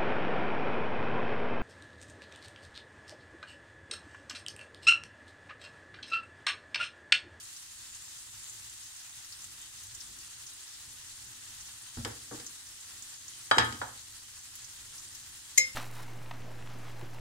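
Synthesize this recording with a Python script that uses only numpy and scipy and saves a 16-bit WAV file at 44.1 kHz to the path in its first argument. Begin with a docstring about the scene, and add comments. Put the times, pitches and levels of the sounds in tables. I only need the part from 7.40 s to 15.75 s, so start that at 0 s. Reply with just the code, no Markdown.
"""Chickpeas sizzle gently in oil, close to a stereo pair of microphones in a small kitchen.
The fizz is steady noise plus short bubble pops; larger spits are noise bursts with a pitched colour.
One faint whistle is noise in a narrow, mostly rising resonance; the gas flame is low noise underneath.
Knocks on the counter join dying modes and noise bursts; near the end a metal spoon clinks on a dish,
made of noise ticks and close pairs of ringing modes. A diffuse room tail follows the short sounds."""
import sys
import numpy as np
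from scipy import signal
from scipy.fft import rfft, irfft
from scipy.io import wavfile
from scipy.ndimage import uniform_filter1d

SR = 44100
rng = np.random.default_rng(int(sys.argv[2]) if len(sys.argv) > 2 else 0)


def store_wav(level_fs):
    """Save 16-bit WAV to argv[1]."""
    pcm = np.round(np.clip(np.atleast_2d(level_fs), -1, 1) * 32767)
    wavfile.write(sys.argv[1], SR, pcm.T.astype(np.int16))


N = 368235  # length in samples

# relative spectrum of the oil's fizz: pitch_hz, density_db [dB per Hz]
FIZZ_SPECTRUM = [(290, -47), (500, -27), (612, -20), (828, -12), (1390, -9.5), (1520, -9.5), (1910, -5.5),
                 (2210, -9), (3170, -6), (5640, -4.5), (6900, -1), (9080, -3), (11800, -13), (15700, -17.5)]


def amp(db):
    """Decibels to gain."""
    return 10 ** (np.asarray(db) / 20)


def evened(x):
    """Scales to rms 1."""
    return x / np.sqrt(np.mean(x ** 2) + 1e-20)


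def read(points, hz):
    """Reads a table on a log-frequency axis."""
    f, value = np.transpose(points)
    return np.interp(np.log(hz + 1), np.log(f + 1), value)


def panned(side_db):
    """Left and right gains that differ by side_db."""
    return amp(np.array([[side_db], [-side_db]]) / 2)


def balanced(x, balance):
    """The two microphones colour a source differently, by a left-right level at each frequency."""
    side_db = read(balance, np.fft.rfftfreq(N, 1 / SR))
    return irfft(rfft(x) * amp(np.array([side_db, -side_db]) / 2), N)


def add(mix, s, sound):
    """Mixes a stereo sound in at time s."""
    part = mix[:, max(round(s * SR), 0):][:, :sound.shape[1]]
    part += sound[:, :part.shape[1]]


def tilted(spectrum, slope):
    """A harder contact is brighter: tilts a spectrum by slope dB per octave above its first point."""
    return [(hz, db + slope * np.log2(hz / spectrum[0][0])) for hz, db in spectrum]


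def coloured(x, spectrum, size=4096):
    """Causal minimum-phase filter of unit energy with the given spectrum."""
    hz = abs(np.fft.fftfreq(size, 1 / SR))
    log_gain = np.log(amp(read(spectrum, hz)))
    response = np.exp(np.conj(signal.hilbert(log_gain)))
    taps = np.fft.ifft(response).real[:size // 2]
    taps = taps / np.linalg.norm(taps)
    return signal.oaconvolve(x, taps[None], axes=1)[:, :x.shape[1]]


def burst(t, life_s, order=4):
    """A contact and its scatter off nearby surfaces: dying noise, even in spectrum, one per microphone."""
    fade = np.exp(-t / life_s)
    x = rng.standard_normal((2, len(t))) * fade
    for _ in range(order):  # alternately flatten the spectrum and limit the length
        z = rfft(x)
        flat = irfft(z / (abs(z) + 1e-12), len(t))
        x = flat * np.minimum(1, 2 * np.sqrt(fade))
    return x * np.linalg.norm(fade) / np.linalg.norm(x, axis=1, keepdims=True)


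def ring(t, modes, spread):
    """Dying modes; the higher ones reach the two microphones further out of step, up to a limit."""
    sides = np.array([[1], [-1]])
    out = 0
    for hz, db, t60 in modes:
        phase = sides * min(hz * spread, np.pi / 3)
        out = out + amp(db - 60 * t / t60) * np.sin(2 * np.pi * hz * t + phase)
    return out


def paired(z, hz):
    """Makes two independent spectra as alike as the two microphones hear them."""
    # likeness of the microphones: pitch_hz, correlation [-1 to 1]
    likeness = [(60, 1), (170, 1), (290, 0.74), (400, -0.089), (600, -0.8), (800, 0.16), (1000, 0.35),
                (1500, 0.88), (2200, -0.24), (3200, -0.053), (4400, 0.31), (5300, 0.062), (8000, 0.024),
                (15000, -0.12)]
    same = np.clip(read(likeness, hz), -1, 1)
    mid = np.sqrt((1 + same) / 2) * z[0]
    side = np.sqrt((1 - same) / 2) * z[1]
    return np.array([mid + side, mid - side])


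def kitchen(x):
    """Diffuse tail of the small room: noise, each band dying at its own speed."""
    # decay of the room: pitch_hz, t60_s
    decay = [(80, 0.69), (200, 0.48), (500, 0.36), (1500, 0.36), (4000, 0.29), (8000, 0.11), (15000, 0.16)]
    hz, t, z = signal.stft(rng.standard_normal((2, SR // 2 + SR // 4)), SR, nperseg=256)
    z = paired(z.transpose(0, 2, 1), hz).transpose(0, 2, 1)
    fade = amp(-60 * t / read(decay, hz)[:, None])
    onset = np.minimum(t / 0.0096, 1)
    tail = signal.istft(z * fade * onset, SR, nperseg=256)[1]
    return signal.fftconvolve(x, tail / np.linalg.norm(tail[0]), axes=1)[:, :x.shape[1]]


def wash(spectrum, patchy_db, flicker_db, size):
    """Steady stereo noise with brief patches in time and pitch and a flicker shared by all pitches."""
    hop = size // 4
    count = N // hop + 5
    hz = np.fft.rfftfreq(size, 1 / SR)
    shape = (2, count, len(hz))
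    z = rng.standard_normal(shape) + 1j * rng.standard_normal(shape)
    patches = uniform_filter1d(rng.standard_normal(shape[1:]), size=7, axis=0)
    patches = evened(uniform_filter1d(patches, size=36, axis=1))
    flicker = evened(uniform_filter1d(rng.standard_normal((count, 1)), size=12, axis=0))
    z = paired(z, hz) * amp(read(spectrum, hz) + patchy_db * patches + flicker_db * flicker)
    noise = signal.istft(z.transpose(0, 2, 1), nperseg=size, noverlap=size - hop)[1]
    return evened(noise[:, :N])


def gas_flame():
    """Gas flame and room: a steady wash of low noise."""
    # relative spectrum of flame and room: pitch_hz, density_db [dB per Hz]
    flame_spectrum = [(12, -36), (20, -2), (27, -12), (44, -6), (103, -1.5), (118, -1.5), (141, -12.5),
                      (162, -14.5), (307, -13), (344, -12.5), (375, -17.5), (600, -17), (780, -51),
                      (1320, -120)]
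    return amp(-65) * wash(flame_spectrum, patchy_db=1.3, flicker_db=1.1, size=4096)


def knocks():
    """Each blow: boom, thud and hollow note of the counter, clack, ring and bright crack of the object."""
    # blows: start_s, boom_db, thud_db, clack_db, hardness_db [crack over clack], room_db [tail over blow]
    blows = [(4.571, -39.5, -52, -44.5, -22, -3), (4.583, -35.5, -59, -52, -20, -15),
             (4.648, -63, -44, -36, 7, -9), (4.655, -53, -38.5, -34, -9, -5),
             (4.911, -54, -42.5, -42, -17, -1.5), (4.945, -69, -46.5, -50, -18, -7),
             (4.998, -66, -52, -53, 13, -14), (6.1121, -45, -39, -12, -14.5, -9.5),
             (6.17, -57, -28.5, -35, -5, -5.5), (6.1824, -34.5, -34, -14, -1.5, -6),
             (6.324, -46, -46.5, -41, 5, -4), (6.415, -56, -46, -26.5, -23, -6.5)]
    # relative noise colours of thud, clack and crack: pitch_hz, density_db [dB per Hz]
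    thud_colour = [(50, -36), (110, -2.5), (170, -14), (240, -1), (300, 7), (370, -1.5), (450, 2.5),
                   (540, -1), (680, -28), (1500, -48)]
    clack_colour = [(180, -40), (400, -15), (650, -7.5), (850, 0), (1050, -3.5), (1250, -1), (1450, -1),
                    (1700, 0.5), (2100, -11), (2600, -18.5), (5000, -54)]
    crack_colour = [(1200, -20), (2200, -2.5), (2650, -8), (3150, 1.5), (3600, -8), (3950, -6.5),
                    (4400, -11), (4950, -4), (6200, -15), (7900, -11), (10000, -32), (15500, -42)]
    # modes of the counter, of the hollow cupboard under it, and of what is set on it:
    # pitch_hz, level_db [relative], t60_s
    counter_modes = [(66, -14, 0.5), (84, -8, .35), (116, 2.5, 0.21), (232.4, 0, 0.17)]
    hollow_modes = [(286, -5.5, 0.12), (484.7, 0.5, 0.12), (576, -5, 0.085), (660, -4, 0.097),
                    (756, -4, 0.11)]
    jar_modes = [(2190, -17, .1), (895, -3, .1), (1155, -6, .2), (1252, -8, 0.34), (1425, -5, .2),
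                 (1576, -5.5, 0.21), (1735, -3, .18), (3130, -2, 0.066), (3300, -2, 0.075),
                 (3895, -2.5, 0.1), (4780, -2, 0.045), (6045, -15, .1), (7970, -6, 0.058)]
    # how the microphones share the knocks: pitch_hz, left_right_db
    knock_balance = [(300, -0.5), (550, -0.5), (850, -6.5), (1300, -1), (1900, 4), (2900, 1.5), (4500, -2),
                     (7000, 0), (12000, -8)]
    tilt_db_per_octave, tilt_per_hardness = 3.5, 0.34
    ring_db, ring_growth = -4.5, 1.49  # the ring grows faster than the clack: strong blows set it off
    hollow_gain_db, hollow_from_clack = -8, .4  # the cupboard follows a blend of thud and clack

    t = np.arange(32768) / SR
    out = np.zeros((2, N))
    for s, boom_db, thud_db, clack_db, hardness_db, room_db in blows:
        slope = tilt_db_per_octave + tilt_per_hardness * hardness_db
        boom = amp(boom_db) * ring(t, counter_modes, spread=0.00027) * (1 - np.exp(-t / 0.0021))
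        thud = amp(thud_db) * coloured(burst(t, life_s=0.012), thud_colour)[:1]  # same on both sides
        hollow_db = hollow_gain_db + thud_db + hollow_from_clack * (clack_db - thud_db)
        hollow = amp(hollow_db) * ring(t, hollow_modes, spread=0.0019) * (1 - np.exp(-t / 0.002))
        clack = amp(clack_db) * coloured(burst(t, life_s=0.0062), tilted(clack_colour, slope))
        crack_db = clack_db + hardness_db
        crack = amp(crack_db) * coloured(burst(t, life_s=0.005), tilted(crack_colour, slope))
        jar = amp(ring_db + ring_growth * clack_db) * ring(t, jar_modes, spread=0.00054)
        touch = 1 - np.exp(-t / 0.00032)  # the contact takes a moment to build
        blow = boom + thud + hollow + touch * (clack + crack + jar)
        add(out, s, blow + amp(room_db) * kitchen(blow))
    return balanced(out, knock_balance)


def spoon():
    """Quick metal contacts on a dish tick and set off modes, some in close pairs that beat as they die."""
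    # the spoon chatters as it lands: start_s, tick_db, ring_share [factor 0-1]
    touches = [(8.1757, -22, 0), (8.1794, -22, 0.13), (8.1788, -14, 0.98), (8.1803, -15.5, 0.2),
               (8.1825, -19.5, 0.07)]
    # relative noise colour of a tick: pitch_hz, density_db [dB per Hz]
    tick_colour = [(100, -38), (190, -18), (300, -20), (520, -22), (700, -39), (1300, -41), (2100, -1),
                   (2700, -17), (4000, -12.5), (5200, -9.5), (6500, 1.5), (7200, -1), (7650, 3),
                   (8200, -8.5), (9300, -6), (10300, -23), (13300, -12), (15500, -32)]
    # modes of spoon and dish: pitch_hz, level_db, t60_s, left_right_db
    clink_modes = [(2098, -19, .15, 6), (2127, -20, .25, 6), (520, -43, .22, 0), (3020, -37, .17, 0),
                   (4043, -31, .17, 3), (5266, -26, .27, -3), (5292, -35, .2, 3), (6072, -38, .15, 3),
                   (6447, -34, .12, 4), (6698, -17.5, .12, 9), (6744, -32, .12, 3), (6820, -36, .1, 3),
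                   (7599, -24, .12, 3), (7655, -30, .16, 3), (9119, -33, .13, 2), (11150, -43, .11, 0),
                   (11920, -45, .1, 0), (13440, -43, .11, 0)]
    t = np.arange(16384) / SR
    rings, ticks = np.zeros((2, N)), np.zeros((2, N))
    tone = 0
    for hz, db, t60, side_db in clink_modes:
        tone = tone + panned(side_db) * ring(t, [(hz, db, t60)], spread=0.00043)
    swell = 1 - np.exp(-(t / 0.0012) ** 2)
    for s, tick_db, share in touches:
        tick = coloured(burst(t, life_s=0.0045), tick_colour)
        add(ticks, s, amp(tick_db) * panned(side_db=4) * tick)
        add(rings, s, share * swell * tone)
    to_room = (amp(-10) * rings + amp(-6.5) * ticks).mean(0, keepdims=True)
    return rings + ticks + kitchen(to_room)


def whistle(width_hz):
    """Steam squeezes out of one chickpea: noise in a narrow resonance rises as the steam pocket shrinks."""
    # path of the whistle: time_s, pitch_hz, level_db
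    path = [(.3, 7050, -78), (.45, 7050, -57), (.7, 7400, -62), (.95, 7270, -57), (1.15, 7380, -56),
            (1.35, 7650, -82)]
    s, hz, db = np.transpose(path)
    t = np.arange(N) / SR
    noise = rng.standard_normal((2, N)) + 1j * rng.standard_normal((2, N))
    narrow = signal.lfilter([1], [1, -np.exp(-np.pi * width_hz / SR)], noise)
    cycles = np.cumsum(np.interp(t, s, hz)) / SR
    tone = (narrow * np.exp(2j * np.pi * cycles)).real  # moves the narrow band up to the pitch
    return evened(tone) * amp(np.interp(t, s, db)) * (t > s[0]) * (t < s[-1])


def spits(width, gain_db, snap_gain_db, count=34):
    """A larger steam pocket snaps open and sputters briefly; smaller ones go off at random over the pan."""
    # loudest spits, before the two gains: start_s, level_db, pitch_hz, snap_db [treble]
    loud = [(0.164, -36, 5940, -62), (0.548, -36.5, 7150, -61), (1.097, -36, 7400, -56.5),
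            (1.846, -39.5, 6010, -53), (1.923, -35.5, 5100, -56), (2.041, -35.5, 7800, -60),
            (2.4344, -40.5, 6690, -45), (2.549, -33.5, 7080, -61), (2.605, -35.5, 5600, -61),
            (3.066, -35.5, 6450, -61), (4.209, -38, 6420, -60), (5.064, -30, 6500, -62),
            (5.623, -34.5, 6900, -61), (5.8809, -34.5, 6560, -62), (7.154, -41, 7400, -39.5),
            (7.58, -36, 5930, -60), (7.749, -37.5, 6340, -44)]
    # relative treble colour of a snap: pitch_hz, density_db [dB per Hz]
    snap_colour = [(3000, -25), (7000, -4), (10000, 3), (15500, -6)]
    small_db, small_spread_db, small_snap_db = -42, 2.5, -58  # before the two gains
    middle_hz, spread_octaves, spread_side_db = 7250, 0.18, 4

    times = (np.arange(count) + rng.random(count)) * N / SR / count  # one in each equal stretch
    small = []
    for s, (size, pitch) in zip(times, rng.standard_normal((count, 2))):
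        hz = middle_hz * 2 ** (spread_octaves * pitch)
        small.append((s, small_db + small_spread_db * size, hz, small_snap_db))

    t = np.arange(4096) / SR
    out = np.zeros((2, N))
    for s, db, hz, snap_db in loud + small:
        puff = amp(-4) * burst(t, life_s=.002) + burst(t, life_s=0.0096)  # opening, then sputter
        colour = [(hz / width ** 3, -32), (hz / width, -9), (hz, 0), (hz * width, -11),
                  (hz * width ** 2, -28)]
        body = amp(db + gain_db) * coloured(puff, colour)
        snap = amp(snap_db + snap_gain_db) * coloured(puff, snap_colour)
        add(out, s, panned(spread_side_db * rng.standard_normal()) * (body + snap))
    return out


def bubbles(per_s, spread_db, cycles, flurry_db, count=36):
    """Countless bursting bubbles: each a few cycles at one of many pitches, in flurries of like size."""
    t = np.arange(512) / SR
    out = np.zeros((2, N))
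    for hz in np.geomspace(2600, 14500, count):
        surge = evened(uniform_filter1d(rng.standard_normal(N // 512 + 2), size=3))
        flurry = np.repeat(amp(flurry_db * surge), 512)[:N]
        at = np.flatnonzero(rng.random(N) < per_s / count / SR)
        sizes = np.zeros(N)
        sizes[at] = amp(spread_db * np.minimum(rng.exponential(1, N)[at], 3.5)) * flurry[at]
        pop = np.sin(2 * np.pi * hz * t) * np.exp(-t * hz / cycles) * hz
        scattered = signal.fftconvolve(burst(t, life_s=.0015), pop[None], axes=1)
        out += signal.oaconvolve(sizes[None], scattered, axes=1)[:, :N]
    return evened(coloured(out, FIZZ_SPECTRUM))


def sizzle():
    """Fine fizz and single bubbles follow the boil, with spits on top and the room behind."""
    # how hard the oil boils: time_s, level_db [used relative to its median]
    boil_path = [(0.0, -51.5), (2.95, -52), (3.59, -52), (4.83, -51), (5.3, -52), (6.09, -51), (6.99, -53),
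                 (7.35, -52), (8.1, -52)]
    # how the microphones share the fizz: pitch_hz, left_right_db
    fizz_balance = [(500, -0.5), (850, 4.5), (1300, -1.5), (2800, 1.5), (4500, 0), (6600, 3.5), (8200, -1),
                    (11000, -3.7), (15500, -3.5)]
    s, boil_db = np.transpose(boil_path)
    boil = amp(np.interp(np.arange(N) / SR, s, boil_db - np.median(boil_db)))
    fizz = amp(-49) * wash(FIZZ_SPECTRUM, patchy_db=1.08, flicker_db=0.93, size=512)
    pops = amp(-56) * bubbles(per_s=1400, spread_db=2.5, cycles=5.2, flurry_db=4.0)
    oil = boil * (fizz + pops + amp(-0.5) * kitchen(pops))
    spat = spits(width=1.3, gain_db=-6, snap_gain_db=-3.5)
    return balanced(oil, fizz_balance) + spat + amp(-10) * kitchen(spat)


def scene():
    """The pan on its flame, with the handling beside it."""
    return gas_flame() + knocks() + spoon() + whistle(width_hz=130) + sizzle()


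def record(dry):
    """The loudest peaks round off near full scale; then a low-pass limits the band."""
    rounded = dry / (1 + (dry / .88) ** 6) ** (1 / 6)
    lowpass = signal.firwin(1023, 15800, window=("kaiser", 9), fs=SR)  # edge in Hz
    return signal.oaconvolve(rounded, lowpass[None], "same")


dry = scene()
out = record(dry)
store_wav(out)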